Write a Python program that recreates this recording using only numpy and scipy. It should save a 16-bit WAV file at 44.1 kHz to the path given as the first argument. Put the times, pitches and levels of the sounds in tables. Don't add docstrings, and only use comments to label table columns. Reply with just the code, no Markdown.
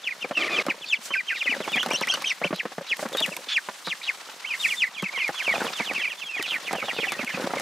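import sys
import numpy as np
from scipy import signal
from scipy.io import wavfile
from scipy.ndimage import uniform_filter1d

SR = 44100
rng = np.random.default_rng(int(sys.argv[2]) if len(sys.argv) > 2 else 0)


def output_pcm(signal):
    pcm = np.clip(np.atleast_2d(signal).T, -1, 1) * 32767
    wavfile.write(sys.argv[1], SR, np.round(pcm).astype(np.int16))


def convert_level_to_amplitude(level_db):
    exponent = np.asarray(level_db, float) / 20
    return 10 ** exponent


N = 335601

# (frequency [Hz], level per Hz [dB])
AIR_COLOUR = [(24, -71), (40, -25), (202, -1.5), (1450, 3), (2390, -4), (10100, -30), (15500, -36)]
AIR_DB = -58.5

# (start [s], length [s], from [Hz], to [Hz], loudest [dB])
STRAIGHT_PEEPS = [(0.034, 0.062, 3760, 1826, -33), (0.1, 0.031, 2600, 1960, -33),
                  (0.218, 0.032, 3040, 2170, -28.5), (0.406, 0.042, 3650, 2210, -27),
                  (0.463, 0.03, 2500, 1715, -29), (0.494, 0.061, 2560, 2350, -31),
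                  (0.696, 0.024, 3050, 1510, -25), (0.817, 0.032, 3630, 2410, -34),
                  (0.941, 0.03, 4030, 2820, -34), (1.3, 0.0088, 2774, 2130, -25),
                  (1.307, 0.025, 2800, 2330, -30), (1.346, 0.036, 2800, 1740, -31.5),
                  (1.389, 0.038, 3870, 2180, -25), (1.437, 0.048, 3570, 1857, -30.5),
                  (1.498, 0.058, 3094, 1436, -26.5), (2.015, 0.024, 3480, 2050, -26),
                  (2.587, 0.023, 3560, 1750, -26), (2.9, 0.037, 3480, 1817, -24),
                 (3.312, 0.029, 2950, 2230, -38), (3.894, .04, 3870, 1750, -26),
                 (4.071, 0.046, 3344, 1333, -23.5), (4.662, 0.032, 2810, 2060, -33.5),
                 (4.84, 0.042, 2390, 1950, -35.5), (5.14, 0.047, 2390, 1910, -33),
                 (5.163, 0.042, 3340, 2250, -31), (5.194, 0.038, 2318, 2050, -28.5),
                 (5.191, 0.039, 3364, 2300, -29), (5.441, 0.046, 3294, 2280, -27.5),
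                 (5.504, 0.055, 3900, 2430, -32), (5.647, 0.045, 4070, 2360, -31.5),
                 (5.818, 0.036, 2450, 1670, -35),
                  (5.85, 0.068, 3895, 1893, -28), (5.949, 0.069, 2760, 1710, -31),
                (5.941, 0.083, 3210, 1930, -35.5), (5.994, 0.025, 3480, 2990, -35),
                (6.02, 0.037, 2750, 2070, -25), (6.064, 0.046, 3630, 1740, -40.5),
                (6.109, 0.025, 2910, 2300, -32.5), (6.232, 0.054, 3580, 3100, -38),
                (6.429, 0.04, 3280, 2300, -33.5), (6.655, 0.04, 3520, 1870, -34),
                (6.774, 0.054, 2930, 2126, -33), (6.956, 0.041, 3120, 2300, -34.5),
                (7.006, 0.044, 3385, 1780, -28), (7.05, 0.04, 3760, 2505, -33.5),
                (7.188, 0.039, 2626, 1950, -36.5), (7.266, 0.014, 2795, 2150, -33),
                (7.294, 0.015, 2460, 1750, -34), (7.349, 0.014, 2300, 1600, -38),
                (7.316, 0.042, 3060, 2330, -35),
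                  (0.068, 0.013, 3100, 2300, -25.5), (0.21, 0.019, 3700, 3160, -40),
                (0.339, 0.027, 3170, 2900, -39.5), (1.148, 0.011, 3300, 3050, -48.5),
                (1.313, 0.027, 1900, 2100, -39), (1.471, 0.016, 2050, 1930, -28),
                (1.479, 0.027, 2600, 2300, -29), (1.73, .022, 3650, 3450, -32.5),
                (1.771, 0.011, 2700, 1974, -24), (2.242, 0.0055, 2100, 2660, -23),
                (3.134, 0.016, 3700, 3310, -33.5), (4.015, 0.0037, 1900, 2540, -33.5),
                (5.066, 0.035, 2700, 1995, -35), (5.225, 0.024, 2550, 2430, -30),
                (7.11, 0.031, 3600, 3520, -41), (5.42, .018, 3050, 3160, -42),
                (5.56, 0.033, 3550, 3520, -39.5), (6.037, 0.018, 3150, 2630, -32),
                (6.056, 0.025, 2550, 2344, -27.5), (6.097, 0.011, 3350, 3130, -39),
                (6.475, 0.039, 4100, 2980, -27), (6.516, 0.038, 2900, 2213, -38),
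                (6.499, 0.067, 3400, 1870, -28), (6.742, 0.029, 3200, 3010, -42),
                (7.091, 0.066, 2500, 1820, -35), (7.572, 0.014, 2300, 2070, -33)]
# (start [s], length [s], from [Hz], to [Hz], loudest [dB])
HOOKED_PEEPS = [(0.526, .076, 3604, 2110, -24.5), (0.886, 0.06, 3634, 2150, -21.5),
                (3.527, 0.061, 3540, 1585, -20.5), (1.589, 0.066, 4000, 2210, -35.5),
                (6.182, .055, 3600, 2260, -32.5), (6.356, 0.06, 3430, 1915, -32.5),
                (6.849, 0.078, 3714, 1470, -28.5), (4.6, .066, 3740, 1853, -22),
                (4.768, .08, 3703, 1750, -22.5), (5.352, .075, 3544, 1613, -29.5),
                (5.728, 0.095, 3700, 1788, -32)]
HOOK_HOLD, HOOK_SAG = 0.36, 0.1
# (start [s], length [s], from [Hz], to [Hz], loudest [dB])
DROOPING_PEEPS = [
    (.358, .082, 2850, 1650, -26),
    (1.148, .064, 2720, 1800, -29),
    (5.484, 0.046, 2314, 1900, -24),
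    (6.294, .097, 2750, 1750, -33),
    (5.244, 0.046, 2400, 1750, -30),
]
DROOP_HOLD, DROOP_SAG = 0.75, 0.42
# (time [s], pitch [Hz], level [dB])
WARBLES = [
    [(1.103, 3084, -42), (1.132, 3080, -35.5), (1.142, 2265, -21), (1.156, 1600, -28.5), (1.172, 1526, -38)],
    [(1.765, 3300, -30), (1.778, 3450, -36), (1.79, 2710, -23.5), (1.803, 3424, -25.5),
     (1.818, 2830, -26.5), (1.832, 3400, -27)],
    [(1.272, 3250, -43), (1.287, 3150, -31), (1.305, 1940, -30), (1.333, 1500, -30)],
    [(1.911, 2320, -26.5), (1.924, 3370, -34), (1.944, 2660, -30), (1.965, 3100, -28)],
    [(2.078, 1960, -24.5), (2.09, 2990, -28), (2.108, 3280, -23), (2.117, 2556, -27.5), (2.13, 3140, -32),
     (2.146, 2950, -26.5)],
    [(2.26, 3200, -29), (2.272, 3155, -27), (2.28, 2850, -31), (2.29, 3200, -33), (2.302, 2790, -27),
     (2.32, 1950, -28)],
    [(2.438, 2145, -26), (2.446, 2860, -26.5), (2.459, 3290, -36), (2.477, 2300, -29.5)],
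    [(3.183, 3780, -28.5), (3.208, 3780, -41), (3.216, 3620, -38), (3.227, 3400, -24), (3.251, 2440, -23),
     (3.26, 1930, -31)],
    [(4.45, 2190, -36), (4.474, 3060, -38), (4.5, 3190, -52), (4.53, 2900, -35.5), (4.55, 2160, -32),
     (4.567, 2010, -44)],
    [(4.487, 2900, -44), (4.51, 2500, -31.5), (4.535, 2310, -30.5), (4.548, 1870, -32)],
    [(4.69, 3560, -40), (4.715, 2520, -25), (4.745, 1970, -34.5)],
    [(4.942, 3760, -45), (4.975, 2510, -37.5), (5.0, 2200, -34)],
    [(4.988, 3320, -37), (5.0, 3320, -33.5), (5.03, 3230, -44), (5.05, 2370, -27), (5.085, 1840, -43)],
    [(1.667, 3050, -49), (1.685, 3490, -39), (1.715, 3345, -42), (1.74, 2456, -23.5), (1.76, 2216, -34),
     (1.782, 1674, -31)],
]
# (start [s], end [s], level [dB], lowest [Hz], held note [Hz])
HOARSE_STARTS = [(0.854, 0.9, -39, 2700, 4460), (2.53, 2.592, -41, 2300, 3950),
                 (2.869, 2.9, -40.5, 960, 3900), (3.162, 3.218, -32, 700, 3750),
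                 (3.476, 3.552, -29, 1200, 3500), (3.842, 3.9, -36, 2900, 3880),
                 (4.02, 4.078, -37, 1600, 3820), (2.14, 2.162, -32, 680, 3030),
                 (1.352, 1.398, -39, 2400, 3800), (5.835, 5.862, -44, 3200, 3900),
                 (6.455, 6.505, -37, 2400, 3400), (1.958, 2.01, -39, 3200, 4000),
                 (2.255, 2.312, -38, 1500, 3720), (6.925, 7.012, -39, 3000, 3550)]

THROAT_HZ, ABOVE_DB, BELOW_DB, SWELL_DB = 2300, 26.5, 37, 1.5
FLUTTER_DB = 2.0
ALARM_START_S, ALARM_END_S, ALARM_DB = 1.9, 2.33, 21
BEAK_HZ, BEAK_WIDTH_HZ = 5650, 380
CRACK_START_S, CRACK_END_S, CRACK_DB = 2.122, 2.144, -5
EASY_DB = -2.5
TURNED_S, TURNED_BREATH_DB, TURNED_DULL_DB, TURNED_ECHO = 6.42, -7, -8, 0.3
RASP_HZ, RASP_DB, RASP_NOISE_DB = 452, -4, -4

# (frequency [Hz], level [dB], 60 dB decay [s])
BIN_MODES = [(200, -16, 0.075), (355, -29.5, 0.19), (558, -10.5, 0.061), (733, -2.5, 0.013),
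             (1140, -5, 0.0097), (1750, -24, 0.066), (2660, -53, 0.026)]
# (frequency [Hz], level [dB], 60 dB decay [s])
RIM_MODES = [(340, -4, 0.0085), (650, 0, 0.01), (1200, -3, 0.018), (2100, -0.5, 0.0083)]
# (start [s], end [s], claws [dB], feathers [dB])
BOUTS = [
    (0.233, 0.307, -47.5, -62.5),
    (0.512, 0.706, -41, -56.5),
    (1.525, 2.245, -45, -51.5),
    (3.03, 3.39, -44, -61),
    (4.094, 4.603, -62, -55),
    (5.546, 5.666, -36.5, -47),
    (5.805, 5.948, -47.5, -51),
    (6.593, 7.32, -47, -52),
    (7.37, 7.7, -36.5, -50),
]
CLAWS_DB, CLAWS_DB_PER_S, FEATHERS_DB, FEATHERS_DB_PER_S = -58, 194, -57, 18
# (frequency [Hz], level per Hz [dB])
FEATHER_COLOUR = [(180, -109), (300, -7.5), (808, 5.5), (1370, 7), (3750, 6), (6250, 1.5), (15500, -14)]
# (time [s], peak [dB], pitch of the struck
# panel [Hz])
KNOCKS = [(0.244, -20.5, 487), (0.308, -17, 616), (0.664, -18, 564), (0.682, -14.5, 320),
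          (1.104, -22, 1100), (1.602, -15.5, 575), (1.675, -16.5, 920), (1.716, -24.5, 320),
          (1.756, -20, 235), (1.859, -15.5, 780), (1.908, -13.5, 970), (1.932, -18, 530),
          (2.012, -16.5, 904), (2.137, -20.5, 1280), (2.414, -17.5, 620), (2.443, -14.5, 540),
          (2.505, -20, 340), (2.526, -14.5, 613), (2.652, -17.5, 540), (2.78, -18.5, 504),
          (2.991, -18.5, 596), (3.025, -17.5, 620), (3.055, -19, 560), (3.147, -16.5, 536),
          (3.277, -25.5, 560), (3.685, -19, 955),
          (3.871, -16.5, 1266), (5.024, -21, 510), (5.29, -15, 827), (5.477, -18, 730), (5.537, -17.5, 695),
         (5.556, -18, 860), (5.615, -15, 890), (5.798, -15, 900), (5.91, -19.5, 785), (6.394, -22, 355),
         (6.708, -18, 806), (6.73, -15.5, 785), (6.881, -20, 790), (6.985, -18.5, 510), (7.119, -18, 1290),
         (7.191, -19, 560), (7.228, -20, 243), (7.337, -22.5, 253), (7.372, -19.5, 516), (7.396, -18, 536),
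         (7.439, -17, 270), (7.534, -14, 850)]
# (time [s], peak [dB], pitch of the struck panel [Hz])
TAPS = [(0.58, -19, 530), (0.808, -35, 525), (1.381, -38, 1250), (1.456, -26, 550), (1.561, -27, 1470),
        (1.765, -21, 766), (1.829, -19, 1460), (1.888, -22, 530), (2.071, -25, 1390), (2.097, -29, 826),
        (2.172, -23.5, 1110), (2.219, -25.5, 1140), (2.63, -33, 548), (2.717, -28.5, 770),
        (2.808, -27.5, 560), (2.909, -31, 480), (3.094, -30, 947), (3.117, -27.5, 530), (3.206, -19.5, 613),
        (3.368, -30, 980), (3.469, -33.5, 525), (4.216, -34, 1060), (4.286, -33, 1370), (5.135, -34, 1060),
        (5.174, -26, 1050), (5.603, -17.5, 1510), (5.643, -19, 480), (5.676, -25, 690), (5.978, -29, 340),
        (6.364, -28.5, 770), (6.477, -28, 1350), (6.518, -27.5, 1200), (6.538, -35, 640), (6.75, -19, 729),
        (6.781, -25.5, 554), (6.825, -19, 1300), (6.838, -23, 534), (6.93, -28, 540), (7.028, -26, 493),
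        (7.066, -26, 770), (7.164, -28.5, 538), (7.419, -20, 500), (7.504, -19.5, 1390), (7.561, -23, 493),
        (7.597, -25, 721)]
# (start [s], end [s], level [dB], slips a second at start [Hz], at end [Hz])
CREAKS = [
    (0.368, 0.483, -32, 300, 360),
    (0.493, 0.627, -32, 380, 420),
]
# (time [s], peak [dB])
TICKS = [(0.665, -25.5), (1.6715, -30), (1.719, -23.5), (1.759, -22), (1.8297, -23), (1.862, -19.5),
         (1.8866, -25), (1.9053, -20), (1.934, -23), (1.9864, -32), (2.01, -18), (2.071, -24),
         (2.1391, -17), (2.2209, -19.5), (2.5608, -26.5), (2.968, -27.5), (3.0872, -27.5), (3.1283, -25.5),
         (3.1704, -16), (3.2027, -18.5), (3.2618, -18.5), (3.3661, -18.5), (3.8694, -24), (5.024, -24.5),
         (5.2792, -23.5), (5.641, -28), (5.935, -26.5), (6.426, -18), (6.729, -18.5), (7.12, -18),
         (7.2464, -23.5), (7.5979, -19)]
# (time [s], peak [dB], pitch [Hz])
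THUMPS = [(0.685, -38, 280), (0.985, -38, 226), (1.492, -24, 260), (1.577, -29, 226), (1.755, -20, 236),
          (1.872, -25, 208), (2.45, -18, 177), (2.529, -15.5, 182), (2.653, -32, 215), (2.78, -25, 169),
          (3.056, -22, 222), (3.281, -23, 184), (3.877, -27, 176), (5.027, -15, 190), (5.562, -29, 260),
          (5.805, -24, 223), (6.749, -29, 229), (7.192, -29, 221), (7.232, -22.5, 228), (7.34, -36, 237),
          (7.535, -27, 253)]
THUMP_S, THUMP_RISE_S = 0.051, 0.002
# (middle [s], half length [s], level [dB])
SWISHES = [
    (1.06, 0.035, -38),
    (3.016, 0.035, -39),
    (3.242, 0.16, -45.5),
    (3.877, 0.56, -49.5),
    (4.683, 0.12, -37.5),
]
# (frequency [Hz], level per Hz [dB])
SWISH_COLOUR = [(800, -6), (5000, 2.5), (8000, 2.5), (15500, -12)]


def evened(x):
    return x / np.sqrt(np.mean(x ** 2) + 1e-20)


def add(mix, s, sound, pan_db):
    part = mix[:, round(s * SR):][:, :len(sound)]
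    part += sound[:part.shape[1]] * convert_level_to_amplitude(np.array([[pan_db], [-pan_db]]) / 2)


def band(x, lo_hz, hi_hz):
    return signal.sosfilt(signal.butter(2, [lo_hz, hi_hz], "band", fs=SR, output="sos"), x)


def ring(hz, t60, size=2600):
    t = np.arange(size) / SR
    return convert_level_to_amplitude(-60 * t / t60) * np.sin(2 * np.pi * hz * t)


def ringing(modes):
    return sum(convert_level_to_amplitude(db) * ring(hz, t60) for hz, db, t60 in modes)


def hiss(colour, same, patchy_db):
    frames, hz = N // 128 + 5, np.fft.rfftfreq(512, 1 / SR)
    a, b, c, d, patches = rng.standard_normal((frames, 257, 5)).T
    patches = uniform_filter1d(patches, 150, 0)
    patches = evened(uniform_filter1d(patches, 3, 1))
    left = a + 1j * b
    right = same * left + np.sqrt(1 - same ** 2) * (c + 1j * d)
    f, db = np.transpose(colour)
    level_db = np.interp(np.log(hz + 1), np.log(f), db)[:, None] + patchy_db * patches
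    z = np.array([left, right]) * convert_level_to_amplitude(level_db)
    return signal.istft(z, nperseg=512, noverlap=384)[1][:, :N]


def open_air():
    return convert_level_to_amplitude(AIR_DB) * evened(hiss(AIR_COLOUR, same=0.98, patchy_db=1.0))


def flock():
    mix = np.zeros((2, N))
    pressed = [glide(*row, HOOK_HOLD, HOOK_SAG) for row in HOOKED_PEEPS]
    easy = [glide(*row) for row in STRAIGHT_PEEPS]
    easy += [glide(*row, DROOP_HOLD, DROOP_SAG) for row in DROOPING_PEEPS]
    easy += WARBLES + faint_peeps()
    for k, rows in enumerate(pressed + easy):
        turned = rows[0][0] > TURNED_S
        second_db = -19 + EASY_DB * (k >= len(pressed)) + TURNED_DULL_DB * turned
        breath_db = TURNED_BREATH_DB if turned else -18
        s, sound = peep(rows, second_db, breath_db, echo=TURNED_ECHO if turned else 0.1)
        drift_db = np.interp(s, [0, 2.5, 5], [-0.7, 0.4, -2.6])
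        add(mix, s, sound, drift_db + 2.2 * rng.standard_normal())
    for row in HOARSE_STARTS:
        add(mix, row[0], rasp(*row), -0.6)
    walls = rng.standard_normal((2, 3000)) * convert_level_to_amplitude(-39.5 - 60 * np.arange(3000) / SR / 0.072)
    walls[:, :100] = 0
    walls[:, 0] = 1
    return signal.oaconvolve(mix, walls, axes=1)[:, :N]


def glide(start, length, from_hz, to_hz, db, hold=0, sag=0):
    u = np.linspace(0, 1, num=9)
    fallen = np.interp(u, [-1e-9, hold, 1], [0, sag, 1])
    hz = from_hz + (to_hz - from_hz) * fallen
    octaves = np.log2(hz / THROAT_HZ)
    loss = np.where(octaves > 0, ABOVE_DB, BELOW_DB) * octaves ** 2 + SWELL_DB * (1 - u)
    return np.transpose([start + u * length, hz, db - loss + loss.min()])


def peep(rows, second_db, breath_db, echo, third_db=-37, waver=0.016):
    s, hz, db = np.transpose(rows)
    slope = np.clip((hz[-1] - hz[-2]) / (s[-1] - s[-2] + 1e-4), -4e4, 0)
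    lead = min(0.011, 0.4 * (s[-1] - s[0]))
    s = np.r_[s[0] - lead, s, s[-1] + 0.006]
    hz = np.r_[0.9 * hz[0], hz, hz[-1] + 0.004 * slope]
    db = np.r_[db[0] - 18, db, db[-1] - 16]
    t = np.arange(s[0], s[-1], 1 / SR)
    hz = uniform_filter1d(np.interp(t, s, hz), 110, mode="nearest")
    slow, fast = rng.standard_normal((2, 9000))[:, :len(t)]
    wavering_hz = hz * (1 + waver * evened(uniform_filter1d(slow, 150)))
    turn = 2 * np.pi * np.cumsum(wavering_hz) / SR
    tone = np.sin(turn) * (1 + convert_level_to_amplitude(breath_db) * evened(uniform_filter1d(fast, 30)))
    alarmed = ALARM_START_S < s[0] < ALARM_END_S
    shrill_db = ALARM_DB * alarmed / (1 + ((2 * hz - BEAK_HZ) / BEAK_WIDTH_HZ) ** 2)
    strain = hz / 2500 * convert_level_to_amplitude(shrill_db)
    tone += strain * (convert_level_to_amplitude(second_db) * np.sin(2 * turn) + convert_level_to_amplitude(third_db) * np.sin(3 * turn))
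    cracked = (t > CRACK_START_S) & (t < CRACK_END_S)
    tone += convert_level_to_amplitude(CRACK_DB) * cracked * (np.sin(turn / 2) + np.sin(turn + turn / 2))
    flutter = uniform_filter1d(uniform_filter1d(fast, 330), 330)
    tone *= convert_level_to_amplitude(FLUTTER_DB * evened(flutter))
    edge = np.clip(np.minimum(t - t[0], t[-1] - t) / 0.0015, 0, 1)
    tone *= np.sqrt(2) * convert_level_to_amplitude(np.interp(t, s, db)) * edge ** 2
    wall = np.zeros(rng.integers(90, 210))
    near = np.append(tone, wall) + 0.55 * np.append(wall, tone)
    far = np.zeros(3 * len(wall))
    return t[0], np.append(near, far) + echo * np.append(far, near)


def faint_peeps(count=30, top_db=-51):
    calls = []
    for when, high, fall, length, weak in rng.random((count, 5)):
        s, hz, db = when * (N / SR - 0.2) + 0.056, 2900 + 900 * high, top_db - 8 * weak
        end = s + 0.025 + 0.03 * length
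        calls.append([(s, hz, db - 6), (end, hz * (0.72 - 0.1 * fall), db)])
    return calls


def stirring(column, rest_db, db_per_s):
    t = np.arange(N) / SR
    bouts = []
    for row in BOUTS:
        away_s = np.maximum(np.maximum(row[0] - t, t - row[1]), 0)
        bouts.append(row[column] - db_per_s * away_s)
    return convert_level_to_amplitude(np.maximum(np.max(bouts, axis=0), rest_db))


def scrabble(per_s=400, spread_db=4.5, scratch_db=-8):
    size = convert_level_to_amplitude(spread_db * np.minimum(rng.exponential(1, N), 4)) * (rng.random(N) < per_s / SR)
    mode = rng.integers(0, len(BIN_MODES), N)
    body = np.zeros(N)
    for k, (hz, db, t60) in enumerate(BIN_MODES):
        body += signal.oaconvolve(size * (mode == k), convert_level_to_amplitude(db) * ring(hz, 0.35 * t60))[:N]
    slips = signal.oaconvolve(size, np.exp(-np.arange(600) / 51.0))[:N] * rng.standard_normal((2, N))
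    slips = band(slips.mean(0) + 0.32 * slips, 890, 3100)
    scratching = body / np.std(band(body, 140, 1430)) + convert_level_to_amplitude(scratch_db) * evened(slips)
    return stirring(2, CLAWS_DB, CLAWS_DB_PER_S) * scratching


def feathers():
    rustle = hiss(FEATHER_COLOUR, same=0.72, patchy_db=3.0)
    rustle /= np.std(band(rustle, 6850, 9540))
    return stirring(3, FEATHERS_DB, FEATHERS_DB_PER_S) * rustle


def knock(db, hz, blow_s=0.0092, body_db=-6.5, panel_s=0.016, snap_db=-6):
    t = np.arange(900) / SR
    grit, spread = rng.standard_normal((2, 900))
    blow = grit * np.exp(-t / blow_s) * (abs(spread) > 1.6)
    blow[0] = 4
    body = ringing([(f, d + 4.7 * e, t60) for (f, d, t60), e in zip(BIN_MODES[1:], spread)])
    thud = signal.fftconvolve(blow, ring(hz, panel_s) + convert_level_to_amplitude(body_db) * body)
    thud /= abs(thud).max()
    snap = band(grit * np.exp(-t / 0.01), 680, 1860)
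    thud[:900] += convert_level_to_amplitude(snap_db) * snap / abs(snap).max()
    return convert_level_to_amplitude(db) * np.append(np.zeros(90), thud)


def creak(start, end, db, from_hz, to_hz, jitter=0.32, edge_db=-2.5):
    pace, size = rng.standard_normal((2, 8000))[:, :round((end - start) * SR)]
    n = len(pace)
    rate = np.linspace(from_hz, to_hz, n) * (1 + jitter * evened(uniform_filter1d(pace, 80)))
    slips = np.diff(np.floor(np.cumsum(rate) / SR), prepend=0)
    slips *= convert_level_to_amplitude(1.5 * size) * signal.windows.tukey(n, 0.05)
    body = signal.fftconvolve(slips, ringing(RIM_MODES))[:n]
    scrape = signal.lfilter([1], [1, -0.97], abs(slips))
    buzz = band(size * scrape, 1300, 4200)
    return convert_level_to_amplitude(db) * (evened(body) + convert_level_to_amplitude(edge_db) * evened(buzz))


def tick(db):
    crack = band(rng.standard_normal(700) * np.exp(-np.arange(700) / SR / 0.003), 1200, 13000)
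    crack = signal.lfilter([1], [1, -0.6], crack)
    return convert_level_to_amplitude(db) * crack / abs(crack).max()


def thump(db, hz):
    rise = 1 - np.exp(-np.arange(5000) / SR / THUMP_RISE_S)
    return convert_level_to_amplitude(db) * ring(hz, THUMP_S, size=5000) * rise


def rasp(start, end, db, lo_hz, held_hz):
    fuzz, air, drift = rng.standard_normal((3, 4000))
    rate = RASP_HZ * (1 + 0.104 * evened(uniform_filter1d(drift, 200)))
    turn = 2 * np.pi * np.cumsum(rate) / SR
    flap = 1 + convert_level_to_amplitude(RASP_DB) * (np.cos(turn) + np.cos(2 * turn))
    note = band(band(fuzz, held_hz - 110, held_hz + 110) * flap, lo_hz, held_hz + 900)
    throat = band(band(air, lo_hz, 5400), lo_hz, 5400)
    sound = evened(note) + convert_level_to_amplitude(RASP_NOISE_DB) * evened(throat)
    sound = sound[:round((end - start) * SR)]
    return convert_level_to_amplitude(db) * sound * signal.windows.tukey(len(sound), 0.55)


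def swishes():
    t = np.arange(N) / SR
    swell = sum(convert_level_to_amplitude(db) * np.exp(-((t - s) / half) ** 2) for s, half, db in SWISHES)
    return swell * evened(hiss(SWISH_COLOUR, same=0.62, patchy_db=1.5))


def far_hum(middle_s=5, half_s=1.24, db=-51.5):
    swell = np.exp(-((np.arange(N) / SR - middle_s) / half_s) ** 4)
    hum = band(hiss(AIR_COLOUR, same=1.0, patchy_db=5.0), 805.5, 1402)
    return convert_level_to_amplitude(db) * swell * evened(hum)


def scene():
    mix = open_air() + flock() + scrabble() + feathers()
    for s, *blow in KNOCKS + TAPS:
        add(mix, s, knock(*blow), 1.55 * rng.standard_normal() - 0.14 * s)
    for row in CREAKS:
        add(mix, row[0], creak(*row), -0.5)
    for s, db in TICKS:
        add(mix, s, tick(db), 3 * rng.standard_normal())
    for s, *blow in THUMPS:
        add(mix, s, thump(*blow), 0)
    return mix + swishes() + far_hum()


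def roll_off(x):
    return signal.sosfilt(signal.butter(12, 16470, fs=SR, output="sos"), x)


def record(dry):
    limited = 0.4 * np.tanh(dry / 0.4)
    cut = signal.sosfilt(signal.butter(4, 160, "high", fs=SR, output="sos"), limited)
    cut += convert_level_to_amplitude(-34) * dry
    side = signal.sosfilt(signal.butter(1, 220, "low", fs=SR, output="sos"), cut[0] - cut[1]) / 2
    near_mono = cut - np.array([side, -side])
    edge = signal.firwin(301, 15600, window=("kaiser", 9), fs=SR)
    return roll_off(signal.oaconvolve(near_mono, edge[None], "same", axes=1))


dry = scene()
out = record(dry)
output_pcm(out)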